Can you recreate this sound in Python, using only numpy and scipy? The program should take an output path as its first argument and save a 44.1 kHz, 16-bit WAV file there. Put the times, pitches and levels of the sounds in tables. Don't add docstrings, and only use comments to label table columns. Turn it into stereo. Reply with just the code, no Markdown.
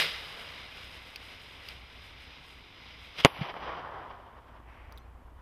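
import sys
import numpy as np
from scipy import signal
from scipy.fft import rfft, irfft, next_fast_len
from scipy.io import wavfile
from scipy.ndimage import uniform_filter1d, map_coordinates

SR = 44100
rng = np.random.default_rng(int(sys.argv[2]) if len(sys.argv) > 2 else 0)


def materialize(psi):
    bounded = np.clip(np.atleast_2d(psi).T, -1, 1)
    quanta = np.round(bounded * 32767).astype(np.int16)
    wavfile.write(sys.argv[1], SR, quanta)


def decibels_to_gain(level_db):
    exponent = np.asarray(level_db, float) / 20
    return 10 ** exponent


N = 238889

# pitch_hz, density_db
JET = [(760, -21), (1300, -8), (1760, -11), (2050, -1.5), (2430, -2.5), (2650, -4.5), (2960, -3),
       (3850, -6.5), (4350, -13), (4560, -21), (4800, -9), (5080, -9.5), (5350, -17), (5800, -19),
       (6200, -26), (7500, -42.5), (14200, -45), (14900, -100)]
FIZZ = [(6000, -29.5), (6600, 0.5), (7400, -8), (8300, 0.5), (8900, -3.5), (9400, 2), (10600, -5),
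        (12300, -0.5), (13000, -5.5), (14300, -11), (14700, -21.5), (15000, -71)]
ROAR = [(59, -47), (100, -25), (163, -7.5), (216, -27), (507, -12), (806, -13.5), (1700, -12.5),
        (2210, -32), (3740, -120)]
# pitch_hz, gain_db
LIFT_COLOUR = [(280, -3), (500, 4), (950, -1.5), (1400, -1), (1800, 2.5), (2300, -2), (3100, 1.5),
               (4900, 3.5), (5600, 0)]
# pitch_hz, likeness_ratio
JET_ALIKE = [(130, 1), (290, .83), (640, .5), (1400, 0.48), (2100, 1), (3900, .995), (4800, .8), (6800, .5),
             (15000, .35)]
# lift_off_db, cruising_db, fade_db_per_s
MOTOR = [
    (-23.5, -48, 2.8),
    (-38, -66, 6),
    (-33, -53.5, 3.2),
]
STEEPNESS = [1.05, 1.45, 1.1]
# centre_s, jet_gain_db, fizz_gain_db, half_length_s
SURGES = [(.3, 0, 4, .08), (.41, 2.5, 6, .03), (.47, 1.5, 1, .05), (.6, 2.5, 0, .05), (.78, 4, 5, .035),
          (.845, 3, 6, .035), (.955, 3, 7, .04), (1.08, 1, 4, .08), (1.26, 2, 7, .05), (1.33, 3, 4, .04),
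          (1.43, 1, 8, .03), (1.52, 0, 4, .06), (1.69, 5, 10, .06), (1.85, -1.5, 0, .1), (1.934, 1, 4, .02),
          (2.06, 1.5, 8, .05), (2.225, 2, 9, .04), (2.32, 3, 1, .08), (2.5, 2.5, 12, .07), (2.89, 5, 4, .1),
          (3.05, 5, 13, .06)]
# centre_s, gain_db, half_length_s
GROUND_ROAR = (.35, 5, .17)
# peak_s, level_db, rise_of_60_db_s, t60_s, hold_s
FLARE = [
    (3.188, -36.5, .055, .08, .023),
    (3.2, -39, .15, .05, .002),
    (3.247, -42, .25, .006, .001),
]

# pitch_hz, density_db
DRONE = [(9, -30), (15, -11), (27, -11.5), (36, -13.5), (48, -7), (58, -3), (66, -3.5), (76, -9),
         (88, -11.5), (105, -17.5), (130, -29), (170, -56.5), (3000, -120)]
NIGHT_HUSH = [(53, -29.5), (90, -3), (189, -17), (239, -11), (382, -16), (517, -14.5), (572, -25),
              (622, -16.5), (1050, -14.5), (1350, -25), (5000, -54), (6500, -81.5), (11000, -120)]
# pitch_hz, likeness_ratio
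NIGHT_ALIKE = [(60, 0.97), (130, 1), (290, 0.94), (640, -0.046), (1410, 1), (3100, 0.91), (6820, -1.1),
               (15000, 0.84)]
# centre_s, swell_db, half_length_s
TRAFFIC = [(.35, 3, .2), (.8, 3, .25), (1.92, 5, .4), (2.5, 1, .3), (3.7, 4, .22), (4.2, 2, .4),
           (4.9, 7, .3), (5.4, 8, .25)]
# multiple_of_shaft_speed, level_over_drone_db
ENGINE = [
    (1, -13.5),
    (2, -1),
    (3, -13.5),
]
# pitch_hz, density_db
SELF_NOISE = [(3000, -12), (4200, 0), (7000, -1), (13900, 0), (14300, -3), (14500, -90)]

# start_s, level_db, pitch_hz, left_over_right_db, t60_s
TICKS = [(1.1593, -24.5, 2770, -0.5, .008), (1.1597, -33, 4800, -5, 0.019), (1.6869, -31.5, 2940, -3, .014),
         (1.6865, -34.5, 4850, 3, 0.023), (4.923, -52.5, 4300, -8.5, 0.015),
         (4.9235, -58, 5750, -12.5, 0.019), (4.9232, -54, 4900, -9, .018), (4.9754, -40, 3800, 2, 0.01),
         (4.9803, -51, 3450, -13, .025)]
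# start_s, level_db, pitch_hz, left_over_right_db, t60_s
SPARKS = [
    (3.2393, -22, 2900, 0, .009),
    (3.2452, -23, 2900, 0, .008),
]
# start_s, level_db, pitch_hz, t60_s
SLAPS = [(3.498, -31, 800, .025), (3.509, -30, 1050, .018), (3.5407, -22, 1150, .009),
         (3.552, -29, 700, .02), (3.565, -27, 800, .022), (3.5655, -35, 2100, .014)]
# start_s, level_db, left_over_right_db, t60_s
SPRAYS = [(1.1593, -39.5, -1, .009), (1.6869, -45.5, -3, .014), (4.923, -54, -9, .015),
          (4.9754, -51.5, 2, .01), (4.9803, -57.5, -13, .025)]
# pitch_hz, density_db
SPRAY_COLOUR = [(1500, -30), (3700, -6), (5400, -10), (6300, -11), (8300, -13), (10000, -7.5), (12000, 2.5),
                (13000, -2.5), (14200, -5.5), (16000, -14)]
# centre_s, level_db, pitch_hz, glide_hz_per_s, half_length_s
SQUEAKS = [
    (4.963, -71, 5950, -12000, .007),
    (4.997, -75, 6000, 14000, .012),
    (5.022, -76, 4170, 2500, .024),
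]

# arrival_s, level_db, left_over_right_db, dulled_above_hz
PATHS = [(3.24877, 13.3, 0.2, 3040.0), (3.24965, 2.3, 0.6, 1910.0), (3.25013, -0.9, 2.1, 1090.0),
         (3.25057, -3.2, 4.5, 1860.0), (3.25279, -15.0, 2.5, 870.0), (3.25589, 7.8, 1.0, 1170.0),
         (3.25727, -13.5, -0.7, 1740.0), (3.25763, -18.9, -5.5, 5170.0), (3.26061, -4.9, 1.1, 1540.0),
         (3.26191, -8.1, 2.3, 710.0), (3.26273, -8.9, 8.7, 670.0), (3.2645, -12.0, 12.0, 500.0)]
# arrival_s, level_db, left_over_right_db, dulled_above_hz
REBOUNDS = [
    (3.24916, -11, 0, 6000),
    (3.25058, -13, 5, 3500),
]
# pitch_hz, width_hz, level_db
HOUSING = [
    (2870.0, 810.0, 12.5),
    (4810.0, 200.0, 7.4),
]

# pitch_hz, density_db
ROLL_BODY = [(88, -35.5), (150, -9), (214, -18), (381, -9.5), (429, -10), (557, -4.5), (840, -2),
             (1030, -0.5), (2000, -15.5), (2600, -43.5), (4400, -120)]
ROLL_BRIGHT = [(940, -26), (1600, -11.5), (2000, -3.5), (2400, -3.5), (2600, -7.5), (3030, -3.5),
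               (3900, -13.5), (4540, -18.5), (4850, -12), (5400, -18), (6000, -17.5), (6500, -47.5),
               (8000, -90)]
SIZZLE = [(8000, -38), (9000, -3), (11000, 2.5), (13000, 1), (14800, -6), (15300, -80)]
# pitch_hz, likeness_ratio
ROLL_ALIKE = [(60, 0.97), (130, 1), (290, 0.87), (640, 0.25), (1410, 0.3), (3100, 0.96), (6820, -1.1),
              (15000, -0.049)]
# pitch_hz, left_over_right_db
ROLL_SIDE = [(60, 1.5), (180, -3), (550, 1.5), (1650, 1), (4970, 0), (15000, 1.5)]
# level_db, t60_s, hold_s, afterglow_db, afterglow_t60_s
NEAR_SCATTER = [
    (-27, .055, .013, -75, 2),
    (-32, .055, .013, -58, .3),
    (-46, .09, .003, -62, 1),
]
# peak_s, body_db, bright_over_body_db, rise_of_60_db_s, t60_s
RETURNS = [(3.275, -42, -10, .01, .3), (3.385, -46, 0, .7, .3), (3.415, -39, -1.5, .15, .4),
           (3.464, -38.5, -9, .5, .07), (3.497, -38.5, -7, .12, .15), (3.572, -42, -8, .3, .25),
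           (3.64, -43, -5, .3, .5), (3.69, -36.5, -14.5, .7, 2.1), (4.05, -50, -30, .8, .9),
           (3.92, -46, -20, 1.5, .9), (4.11, -48, -8, .12, .12), (4.25, -53, -16, .4, .5),
           (4.39, -51, -14, .5, .1), (4.49, -55, -11, .3, .4), (4.57, -54.5, -13, .7, .4),
           (4.7, -56.5, -14, .25, 4), (4.93, -56, -15, 1, .8), (5.38, -59.5, -13, 1.5, 2)]
# start_s, peak_db, pitch_hz, t60_s
THUMPS = [
    (3.3902, -33, 150, 0.024),
    (3.4123, -22, 152, 0.039),
]
# peak_s, level_db, rise_of_60_db_s, t60_s, hold_s
FAR_SLOPE = (4.685, -60.5, .25, 1.5, .14)
# pitch_hz, density_db
SLOPE_COLOUR = [(900, -30), (1500, -2.5), (2100, 0.5), (2900, -7.5), (3500, -16), (4500, -24), (6000, -27),
                (7000, -90)]


def unit(x):
    return x / np.sqrt(np.mean(x ** 2) + 1e-20)


def along(points, hz):
    f, v = np.transpose(points)
    return np.interp(np.log(hz + 1), np.log(f + 1), v)


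def wobble(rate):
    knots = rng.standard_normal(int(N * rate / SR) + 4)
    return map_coordinates(knots, [np.arange(N) * rate / SR])


def filtered(x, response):
    m = next_fast_len(N + 8192)
    return irfft(rfft(x, m) * response(np.fft.rfftfreq(m, 1 / SR)), m)[..., :N]


def rush(spectrum, alike, grain_db):
    pair = rng.standard_normal((2, N)) * decibels_to_gain(grain_db * wobble(250))

    def mid_side(hz):
        turn = np.arccos(np.clip(along(alike, hz), -1, 1)) / 2
        return decibels_to_gain(along(spectrum, hz)) * [np.cos(turn), np.sin(turn)]

    mid, side = filtered(pair, mid_side)
    return unit(np.array([mid + side, mid - side]))


def swell(s, db, rise, t60, hold=0):
    u = np.arange(N) / SR - s
    return decibels_to_gain(db - 60 * np.maximum(0, np.maximum(-u / rise, (u - hold) / t60)))


def bumps(rows):
    return sum(db * np.exp(-((np.arange(N) / SR - s) / half) ** 2) for s, db, half in rows)


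def together(gains):
    return np.sqrt(sum(g ** 2 for g in gains))


def sides(left_over_right_db):
    return np.array([[.5], [-.5]]) * left_over_right_db


def place(track, s, sound):
    start = round(s * SR)
    track[..., start:start + sound.shape[-1]] += sound


def rocket():
    near_s, recede, burnout_s = .06, 1.6, 3.16
    t = np.arange(N) / SR
    flutter = wobble(12)
    jet = rush(JET, JET_ALIKE, grain_db=1.0)
    fizz = rush(FIZZ, JET_ALIKE, grain_db=1.5)
    roar = rush(ROAR, JET_ALIKE, grain_db=1.1)
    jet_db = bumps((s, db, half) for s, db, _, half in SURGES) + 0.62 * flutter
    fizz_db = bumps((s, db, half) for s, _, db, half in SURGES) + 0.94 * flutter
    roar_db = jet_db / 2 + bumps([GROUND_ROAR])
    climb = 0
    layers = zip(MOTOR, STEEPNESS, [jet_db, fizz_db, roar_db], [jet, fizz, roar])
    for (lift_db, cruise_db, fade), steepness, surge_db, far in layers:
        lift = decibels_to_gain(lift_db) * (1 + t / near_s) ** (-recede * steepness)
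        cruise = decibels_to_gain(cruise_db - fade * t + surge_db)
        close = filtered(far, lambda hz: decibels_to_gain(along(LIFT_COLOUR, hz)))
        climb = climb + (lift ** 2 * close + cruise ** 2 * far) / together([lift, cruise])
    puff = together(swell(*row) for row in FLARE) * decibels_to_gain(0.5 * wobble(200))
    flare = puff * (jet + decibels_to_gain(-22) * fizz + decibels_to_gain(-8) * roar)
    return swell(0, 0, 1, .05, hold=burnout_s) * climb + flare


def night():
    shaft_hz = 29.5 * (1 + .018 * wobble(3))
    shaft = 2 * np.pi * np.cumsum(shaft_hz) / SR
    engine = sum(decibels_to_gain(db + 1.5 * wobble(6)) * np.sin(k * shaft) for k, db in ENGINE)
    traffic = decibels_to_gain(-3.5) * rush(DRONE, [(60, .998)], grain_db=-1.5)
    drone = decibels_to_gain(-59 + bumps(TRAFFIC)) * (traffic + engine)
    hush = decibels_to_gain(-58.5) * rush(NIGHT_HUSH, NIGHT_ALIKE, grain_db=2.5)
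    hiss = decibels_to_gain(-78) * rush(SELF_NOISE, [(5000, .05)], grain_db=0)
    return drone + hush + hiss


def ticks():
    ring, spray = np.zeros((2, N)), np.zeros((2, N))
    t = np.arange(SR // 8) / SR
    slaps = [(s, db, hz, 2, t60) for s, db, hz, t60 in SLAPS]
    for s, db, hz, pan_db, t60 in TICKS + SPARKS + slaps:
        wander = np.cumsum(uniform_filter1d(rng.normal(0, .2, len(t)), size=16))
        tone = np.sin(2 * np.pi * hz * t + wander - wander[0])
        decay = decibels_to_gain(db - 60 * t / t60 + sides(pan_db))
        place(ring, s, decay * (1 - np.exp(-t * hz)) * tone)
    for s, db, pan_db, t60 in SPRAYS:
        decay = decibels_to_gain(db - 60 * t / t60 + sides(pan_db))
        place(spray, s, decay * (1 - np.exp(-t / .0003)))
    for s, db, hz, glide, half in SQUEAKS:
        u = np.arange(N) / SR - s
        phase = 2 * np.pi * (hz * u + glide * u * u / 2) + .5 * wobble(150)
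        ring += decibels_to_gain(db + sides(-8)) * np.exp(-(u / half) ** 2) * np.sin(phase)
    return ring + spray * rush(SPRAY_COLOUR, [(1000, .7)], grain_db=0)


def burst():
    shock_s = .00048

    def response(hz):
        s = 1j * hz
        u = 2 * np.pi * s * shock_s
        shock = shock_s * SR * u / (1 + u) ** 2
        housing = 1 + sum(decibels_to_gain(db) * s * w / (c * c + s * s + s * w) for c, w, db in HOUSING)
        bass_cut = s * s / (118 ** 2 + s * s + 230 * s)
        paths = 0
        for arrival, db, pan_db, dull in PATHS + REBOUNDS:
            delay = np.exp(-2 * np.pi * s * arrival)
            paths = paths + decibels_to_gain(db + sides(pan_db)) * delay / (1 + s / dull) ** 2
        return shock * housing * bass_cut * paths

    return filtered(np.eye(1, N), response)


def echo():
    burst_s = 3.2495
    body = rush(ROLL_BODY, ROLL_ALIKE, grain_db=1)
    bright = rush(ROLL_BRIGHT, ROLL_ALIKE, grain_db=0.9)
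    sizzle = rush(SIZZLE, JET_ALIKE, grain_db=0.8)
    gains = [swell(s, db, rise, t60) for s, db, _, rise, t60 in RETURNS]
    bright_gain = together(decibels_to_gain(row[2]) * g for row, g in zip(RETURNS, gains))
    far = decibels_to_gain(1.3 * wobble(40)) * (together(gains) * body + bright_gain * bright)
    far = filtered(far, lambda hz: decibels_to_gain(sides(along(ROLL_SIDE, hz))))
    near = 0
    for (db, t60, hold, glow_db, glow_t60), layer in zip(NEAR_SCATTER, [body, bright, sizzle]):
        scatter = swell(burst_s, db, 1e-4, t60, hold)
        afterglow = swell(burst_s, glow_db, 1e-4, glow_t60)
        near = near + together([scatter, afterglow]) * layer
    slope = swell(*FAR_SLOPE) * rush(SLOPE_COLOUR, JET_ALIKE, grain_db=0.5)
    wall, t = np.zeros(N), np.arange(SR // 10) / SR
    for s, db, hz, t60 in THUMPS:
        gain = decibels_to_gain(db + 10.5 - 60 * t / t60) * (1 - np.exp(-t / 0.0057))
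        place(wall, s, gain * np.sin(2 * np.pi * hz * t))
    return far + near + wall + slope


def scene():
    return rocket() + night() + ticks() + burst() + echo()


def roll_off(x):
    return signal.sosfilt(signal.butter(12, 16460, fs=SR, output="sos"), x)


def record(dry):
    clipped = np.clip(dry, -.99, .99)
    mix = filtered(clipped, lambda hz: hz < 16460)
    return roll_off(mix)


dry = scene()
out = record(dry)
materialize(out)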